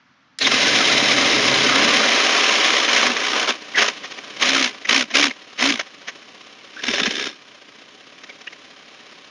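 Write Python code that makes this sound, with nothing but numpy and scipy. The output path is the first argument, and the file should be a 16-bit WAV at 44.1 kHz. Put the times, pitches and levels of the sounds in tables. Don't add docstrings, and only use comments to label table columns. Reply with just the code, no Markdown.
import sys
import numpy as np
from scipy import signal
from scipy.fft import rfft, irfft
from scipy.io import wavfile
from scipy.ndimage import uniform_filter1d

SR = 44100
rng = np.random.default_rng(int(sys.argv[2]) if len(sys.argv) > 2 else 0)


def put_to_file(sound):
    columns = np.atleast_2d(sound).T
    safe = np.clip(columns, -1, 1)
    whole_steps = np.round(safe * 32767)
    wavfile.write(sys.argv[1], SR, whole_steps.astype(np.int16))


N = 410130
TIME = np.arange(N) / SR

# (time [s], speed [turns/s])
CRANK_SPEED = [(0.0, 16.509), (2.03, 16.509), (2.39, 17.563), (3.07, 14.439), (3.49, 16.112),
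               (3.87, 13.446), (4.49, 17.001), (4.73, 14.14), (4.9, 13.43), (5.02, 16.875), (5.4, 18.485),
               (5.87, 12.914), (6.49, 17.154), (7.0, 16.568), (7.3, 17.197), (7.63, 14.144), (8.17, 17.516),
               (9.3, 16.398)]
# (frequency [Hz], level [dB per Hz])
OUTDOORS_SPECTRUM = [(30, -32), (140, -5), (270, -1.5), (380, -18), (750, -13), (1350, -6.5), (6000, -23),
                     (9000, -52)]
OUTDOORS_DB = -58
# (frequency [Hz], width [Hz], height [dB])
BAY_RESONANCES = [(264, 35, -2), (357.4, 12, -7), (421, 33, 4), (566.4, 35, 5.5), (781, 45, 5.5),
                  (855, 106, -11), (1000, 210, 1.5), (1398, 117, -4.5), (2270, 81, 2), (3054, 79, 4),
                  (4500, 150, -5.5), (5387, 91, 5.5), (7180, 470, 7)]

# (time [s], level [dB], decay time [s])
CLACK_HITS = [(0.3868, -12, .0006), (0.388, -21, .005)]
# (frequency [Hz], level [dB per Hz])
CLACK_SPECTRUM = [(100, -27.5), (1000, -18), (1800, -2), (2800, -7), (3700, 1), (6500, -3), (11000, -24)]

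# (time [s], hold [s], rasp level [dB], sag over the hold [dB], attack [s], release [s])
GEAR_BITES = [(0.413, 0.069, -18, 1.5, 0.015, .2), (0.518, 2.285, -15.5, 0.36, 0.059, 0.067),
              (2.835, .01, -16, -0.5, 0.069, 0.066), (2.955, .11, -14, 2, 0.21, 0.21),
              (3.18, .25, -23.5, -5, .2, .11), (3.488, 0.013, -16.3, 1, 0.043, 0.054),
              (3.804, 0.044, -18.5, -0.5, 0.08, 0.095), (4.432, 0.23, -15, 3, 0.049, .055),
              (4.896, 0.13, -15.5, 5, 0.024, 0.027), (5.149, .12, -12.5, 5.5, 0.015, 0.044),
              (5.628, 0.1, -12.5, 10, 0.038, 0.095), (6.88, 0.39, -23, 2.5, .12, 0.065)]
# (time [s], depth [dB])
THROB_DEPTH = [(0.5, 0.2), (2.6, 1.3), (3.8, 3), (4.45, 2.5), (4.6, 3.5), (5.2, 4.5), (6.9, 3.5)]
# (time [s], level against the rasp [dB])
HOUSING_LEVEL = [(0.5, -9.5), (1.9, -5.5), (2.7, -8), (3.45, -4.5), (4.6, -10.5), (7.0, -11)]
# (frequency [Hz], level [dB per Hz])
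RASP_SPECTRUM = [(500, -24), (1000, -12), (1500, -3.5), (2100, 3), (3200, 1.5), (4500, -2.5), (6500, -7),
                 (7400, -24.5), (9500, -21.5), (11000, -45.5)]
CLATTER_SPECTRUM = [(30, -24.5), (130, -29.5), (175, -17), (230, 1.5), (450, 1), (680, 0.5), (1100, -0.5),
                    (1800, -2.5), (4000, -61)]
# (frequency [Hz], width [Hz], height [dB])
RINGING_RESONANCES = [(2070, 64, 6), (2650, 2800, -2), (3450, 380, 0.5), (3880, 160, 4.5), (5200, 150, 3.5)]
STRAINING_RESONANCES = [(440, 690, -2.5), (1060, 1200, 3.5), (6050, 2500, 1.5)]
UNDER_HAND_RESONANCES = [(317, 410, 20.6), (804, 610, 7.8), (1650, 79, 8.9), (3600, 200, 9),
                         (5370, 570, 5.1)]
SLIPS_PER_S, SLIP_DB, SLIP_SPREAD_DB = 75, -8.5, 1.5
SLIP_LOW_HZ, SLIP_HIGH_HZ, SLIP_HALF_S = 1150, 4194, 0.0059

# (time [s], chuff level [dB])
CHUFF_LEVEL = [(0.4, -56), (3.55, -38), (4.35, -36.5), (5.1, -43.5), (6.2, -43.5), (7.5, -46), (9.3, -44.2)]
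# (frequency [Hz], level [dB per Hz])
AIR_SPECTRUM = [(35, -23), (90, -18), (170, -5), (280, 7), (420, 2), (700, 1), (1200, 2.5), (2000, 2),
                (3100, 2.5), (4500, -2), (6500, -8), (7400, -24), (9500, -22.5), (11000, -44)]
# (time [s], level [dB], pitch [Hz], half length [s])
TOOTH_SQUEAKS = [(0.422, -18, 4040, 0.0098), (0.454, -14, 3570, 0.0058), (3.756, -19, 2020, 0.0065),
                 (3.777, -15.5, 1690, 0.0064), (4.855, -23, 1920, 0.0038), (5.311, -23.5, 2190, 0.0041),
                 (6.772, -32, 1510, .005), (6.798, -31, 1674, 0.0079), (8.302, -36, 2200, 0.0074),
                 (8.477, -28, 2910, 0.0041), (8.477, -30.5, 1950, 0.004)]
# (time [s], hum level [dB], rumble level [dB])
DRONE_LEVELS = [(0.44, -40.5, -36.5), (0.8, -38, -36), (1.65, -31.5, -33.5), (1.93, -58, -32.5),
                (2.3, -72, -54)]
DRONE_PER_TURN = 8
# (frequency [Hz], level [dB per Hz])
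RUMBLE_SPECTRUM = [(55, -63), (95, -5), (135, -2), (280, 17.5), (450, -3), (700, -34.5)]

# (time [s], level [dB], half length [s])
HARD_CATCHES = [(0.473, -9, 0.0049), (2.89, -14.5, 0.0099), (3.171, -18.5, 0.0077), (3.788, -10.5, 0.0088),
                (3.82, -12, 0.007), (3.885, -15, 0.0049), (4.048, -29.5, 0.013), (4.427, -11.5, 0.0054),
                (4.855, -26.5, 0.0047), (4.929, -13, 0.0056), (4.963, -14, 0.0035), (5.113, -27.5, 0.0085),
                (5.312, -29, .004), (5.597, -21, 0.008), (5.797, -16.5, 0.0027), (5.807, -23.5, .007),
                (6.087, -25.5, 0.0097), (6.84, -20.5, 0.0038), (6.886, -16, 0.0032), (6.94, -16, 0.0036),
                (6.984, -17, .0025), (7.001, -16.5, 0.0051), (7.064, -17.5, 0.0092), (7.112, -25, 0.0034),
                (7.196, -22, 0.0031)]
# (first time [s], length of the run [s], level [dB])
GRAZE_RUNS = [(4.122, .09, -29.5), (8.239, .09, -35.5), (8.414, .15, -37.5)]
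GRAZE_HALF_S = 0.0047
# (frequency [Hz], level [dB per Hz])
GRAZE_SPECTRUM = [(150, -22), (280, -1.5), (1200, 1), (1800, 6.5), (2400, 5), (3300, 1), (4500, -3.5),
                  (6500, -4.5), (7500, -37), (11000, -34)]

# (top time [s], rise [s], fall [s], top pitch [Hz], top level [dB])
GROWL_ARCHES = [(3.085, .065, 0.059, 255.4, -32), (4.56, 0.15, 0.14, 275.5, -29.5),
                (4.975, 0.087, 0.077, 267, -31.5), (5.232, 0.103, 0.075, 292.5, -27.5),
                (5.682, 0.071, 0.077, 283, -24)]
GROWL_SAG, GROWL_SAG_POWER, GROWL_FADE_DB = .19, 1.8, 17.5
# (time [s], level [dB], pitch [Hz], half length [s])
KICK_THUMPS = [(6.891, -26, 251, 0.0082), (7.020, -26.5, 236, 0.0036), (7.080, -24, 234, 0.0045)]
CUTOFF_HZ = 11000


def from_db(db):
    return 10 ** (np.asarray(db) / 20)


def rms_one(x):
    return x / np.sqrt(np.mean(x ** 2) + 1e-20)


def in_time(rows):
    s, *columns = np.transpose(rows)
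    return [np.interp(TIME, s, c) for c in columns]


def during(rows, fade_s=0.013):
    inside = np.minimum(TIME - rows[0][0], rows[-1][0] - TIME)
    return np.clip(1 + inside / fade_s, 0, 1)


def drift(rate_hz, step=40):
    r = np.exp(-2 * np.pi * step * rate_hz / SR)
    white = rng.standard_normal(N // step + 2002)
    slow = signal.lfilter([1], [1, -2 * r, r * r], white)[2000:]
    return np.interp(np.arange(N) / step, np.arange(len(slow)), rms_one(slow))


def colour(x, spectrum, resonances=(), size=8192):
    hz = np.maximum(np.arange(size // 2 + 1) * SR / size, 1)
    points_hz, points_db = np.transpose(spectrum)
    db = np.interp(np.log(hz), np.log(points_hz), points_db)
    for centre, width, height in resonances:
        db = db + height / (1 + (2 * (hz - centre) / width) ** 2)
    cepstrum = irfft(np.log(from_db(db)))[:size // 2]
    response = irfft(np.exp(rfft(2 * cepstrum, size)))
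    return signal.fftconvolve(x, response / np.linalg.norm(response))[:N]


def impacts(per_s, spread_db):
    strengths = from_db(spread_db * np.clip(rng.standard_normal(N), -2, 2))
    signs = rng.choice([-1, 1], N)
    return rms_one(strengths * signs * (rng.random(N) < per_s / SR))


def swing(turns, per_turn_db):
    db = sum(depth * np.cos(2 * np.pi * (k + 1) * turns) for k, depth in enumerate(per_turn_db))
    gain = from_db(db)
    return gain / np.sqrt(uniform_filter1d(gain ** 2, size=SR // 8))


def swell(s, half_s, rise=0.93, fall=1.1):
    near = slice(int((s - .05) * SR), int((s + .05) * SR))
    t = TIME[near] - s
    width = half_s * np.where(t < 0, rise, fall)
    return near, np.exp(-.5 * (t / width) ** 2)


def rings(rows, level_db, waver, sag_per_s):
    out, wobble = np.zeros(N), drift(480)
    for s, db, hz, half_s in rows:
        near, shape = swell(s, half_s)
        pitch = hz * (1 + waver * wobble[near] - sag_per_s * (TIME[near] - s))
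        phase = 2 * np.pi * np.cumsum(pitch) / SR
        out[near] += from_db(db + level_db) * shape * np.sin(phase)
    return out


def outdoors():
    return from_db(OUTDOORS_DB) * colour(rng.standard_normal(N), OUTDOORS_SPECTRUM)


def clack():
    force = np.zeros(N)
    for s, db, decay_s in CLACK_HITS:
        force += from_db(db) * (TIME >= s) * np.exp(-np.abs(TIME - s) / decay_s)
    return colour(force * rng.standard_normal(N), CLACK_SPECTRUM, BAY_RESONANCES)


def mesh():
    level = np.zeros(N)
    for s, hold_s, db, sag_db, attack_s, release_s in GEAR_BITES:
        near = slice(int((s - 2 * attack_s) * SR), int((s + hold_s + 2 * release_s) * SR))
        t = TIME[near] - s
        outside = np.maximum(np.maximum(-t / attack_s, (t - hold_s) / release_s), 0)
        bite_db = db - sag_db * np.clip(t / hold_s, 0, 1) - 20 * outside
        level[near] = np.maximum(level[near], from_db(bite_db))
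    return level * (TIME > CLACK_HITS[0][0])


def slips():
    chance = rng.random((int(SLIPS_PER_S * N / SR), 3))
    margin_s = GEAR_BITES[0][0]
    times = margin_s + chance[:, 0] * (TIME[-1] - 2 * margin_s)
    levels = SLIP_DB + SLIP_SPREAD_DB * (2 * chance[:, 1] - 1)
    pitches = SLIP_LOW_HZ * (SLIP_HIGH_HZ / SLIP_LOW_HZ) ** chance[:, 2]
    rows = [(s, db, hz, SLIP_HALF_S) for s, db, hz in zip(times, levels, pitches)]
    return rings(rows, level_db=0, waver=0.021, sag_per_s=0.6)


def gears(turns, snap=0.41, uneven_db=1.0, uneven_share=0.34):
    level = mesh()
    depth, = in_time(THROB_DEPTH)
    housing_db, = in_time(HOUSING_LEVEL)
    load = swing(turns, [0.07 * depth, .5 + 0.069 * depth, 0, depth])
    sharpen_db = -snap * depth * np.sin(16 * np.pi * turns)
    uneven = (uneven_db + uneven_share * depth) * drift(59)
    load = load * from_db(sharpen_db + uneven)
    teeth = from_db(-1.7) * level * load * impacts(per_s=5500, spread_db=0.0)
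    housing = level * from_db(housing_db) * np.sqrt(load) * impacts(per_s=2500, spread_db=2.5)
    early = np.clip(2.4 - TIME, 0, 1)
    hand = TIME > 6.5
    states = [(early, RINGING_RESONANCES), (1 - early - hand, STRAINING_RESONANCES),
              (hand, UNDER_HAND_RESONANCES)]
    grinding = np.zeros(N)
    for share, extra in states:
        resonances = BAY_RESONANCES + extra
        grinding += colour(share * teeth, RASP_SPECTRUM, resonances)
        grinding += colour(share * housing, CLATTER_SPECTRUM, resonances)
    return grinding + level * load * slips()


def chuffing(turns):
    level_db, = in_time(CHUFF_LEVEL)
    strokes = swing(turns, [1.43, 2.26, 0.13, 0.6]) * from_db(0.71 * drift(23))
    air_and_ticks = rms_one(rng.standard_normal(N) + impacts(per_s=1500, spread_db=0.5))
    pumped = from_db(level_db) * during(CHUFF_LEVEL) * strokes * air_and_ticks
    return colour(pumped, AIR_SPECTRUM, BAY_RESONANCES)


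def squeaks():
    return rings(TOOTH_SQUEAKS, level_db=2.5, waver=0.082, sag_per_s=0.6)


def drone(turns, rough=0.56, rumble_db=3.5, octave_db=-1.0):
    hum_db, level_db = in_time(DRONE_LEVELS)
    wavering_speed = np.gradient(turns) * (1 + 0.0187 * drift(6.4))
    phase = 2 * np.pi * DRONE_PER_TURN * np.cumsum(wavering_speed)
    hum = from_db(hum_db - 3.5) * np.sin(phase) * (1 + rough * drift(38))
    octave = from_db(octave_db) * np.sin(2 * phase) * (1 + rough * drift(12))
    knocks = swing(turns, [1.2, 1.2]) * impacts(per_s=580, spread_db=2.5)
    rumble = from_db(rumble_db) * colour(knocks, RUMBLE_SPECTRUM, BAY_RESONANCES)
    return during(DRONE_LEVELS) * (hum + from_db(level_db) * (octave + rumble))


def grazes(turns):
    contacts = []
    for s, length_s, db in GRAZE_RUNS:
        first, last = np.interp([s, s + length_s], TIME, turns)
        times = np.interp(np.arange(first, last), turns, TIME)
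        contacts += [(at, db, GRAZE_HALF_S) for at in times]
    return contacts


def catches(turns):
    force = np.zeros(N)
    for s, db, half_s in list(HARD_CATCHES) + grazes(turns):
        near, shape = swell(s, half_s)
        force[near] += from_db(db) * shape
    scrapes = force * impacts(per_s=7000, spread_db=3.5)
    return from_db(-1.0) * colour(scrapes, GRAZE_SPECTRUM, BAY_RESONANCES)


def growl(turns, rough=0.38, sideband_db=-14, level_db=5.0):
    out, waver = np.zeros(N), 1 + 0.014 * drift(30.3)
    for s, rise_s, fall_s, top_hz, db in GROWL_ARCHES:
        near = slice(int((s - 2 * rise_s) * SR), int((s + 2 * fall_s) * SR))
        t = TIME[near] - s
        away = np.maximum(-t / rise_s, t / fall_s)
        pitch = top_hz * (1 - GROWL_SAG * away ** GROWL_SAG_POWER) * waver[near]
        phase = 2 * np.pi * np.cumsum(pitch) / SR
        sideband = from_db(sideband_db) * np.sin(phase + 8 * np.pi * turns[near])
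        arch = from_db(db + level_db - GROWL_FADE_DB * away ** 3)
        out[near] += arch * (np.sin(phase) + sideband)
    return out * (1 + rough * drift(53))


def thumps():
    return rings(KICK_THUMPS, level_db=5.5, waver=0.12, sag_per_s=6.2)


def scene():
    speed, = in_time(CRANK_SPEED)
    turns = np.cumsum(speed) / SR
    starter = clack() + gears(turns) + squeaks() + drone(turns) + catches(turns) + growl(turns)
    engine = chuffing(turns) + thumps()
    return (outdoors() + starter + engine)[None]


def record(dry, notch_hz=8050, notch_q=7.0):
    rounded = dry / (1 + (dry / .76) ** 6) ** (1 / 6)
    b, a = signal.iirnotch(notch_hz, notch_q, fs=SR)
    notched = signal.lfilter(b, a, signal.lfilter(b, a, rounded))
    top_cut = signal.ellip(10, .2, 80, CUTOFF_HZ, fs=SR, output="sos")
    return signal.sosfilt(top_cut, notched)


dry = scene()
out = record(dry)
put_to_file(out)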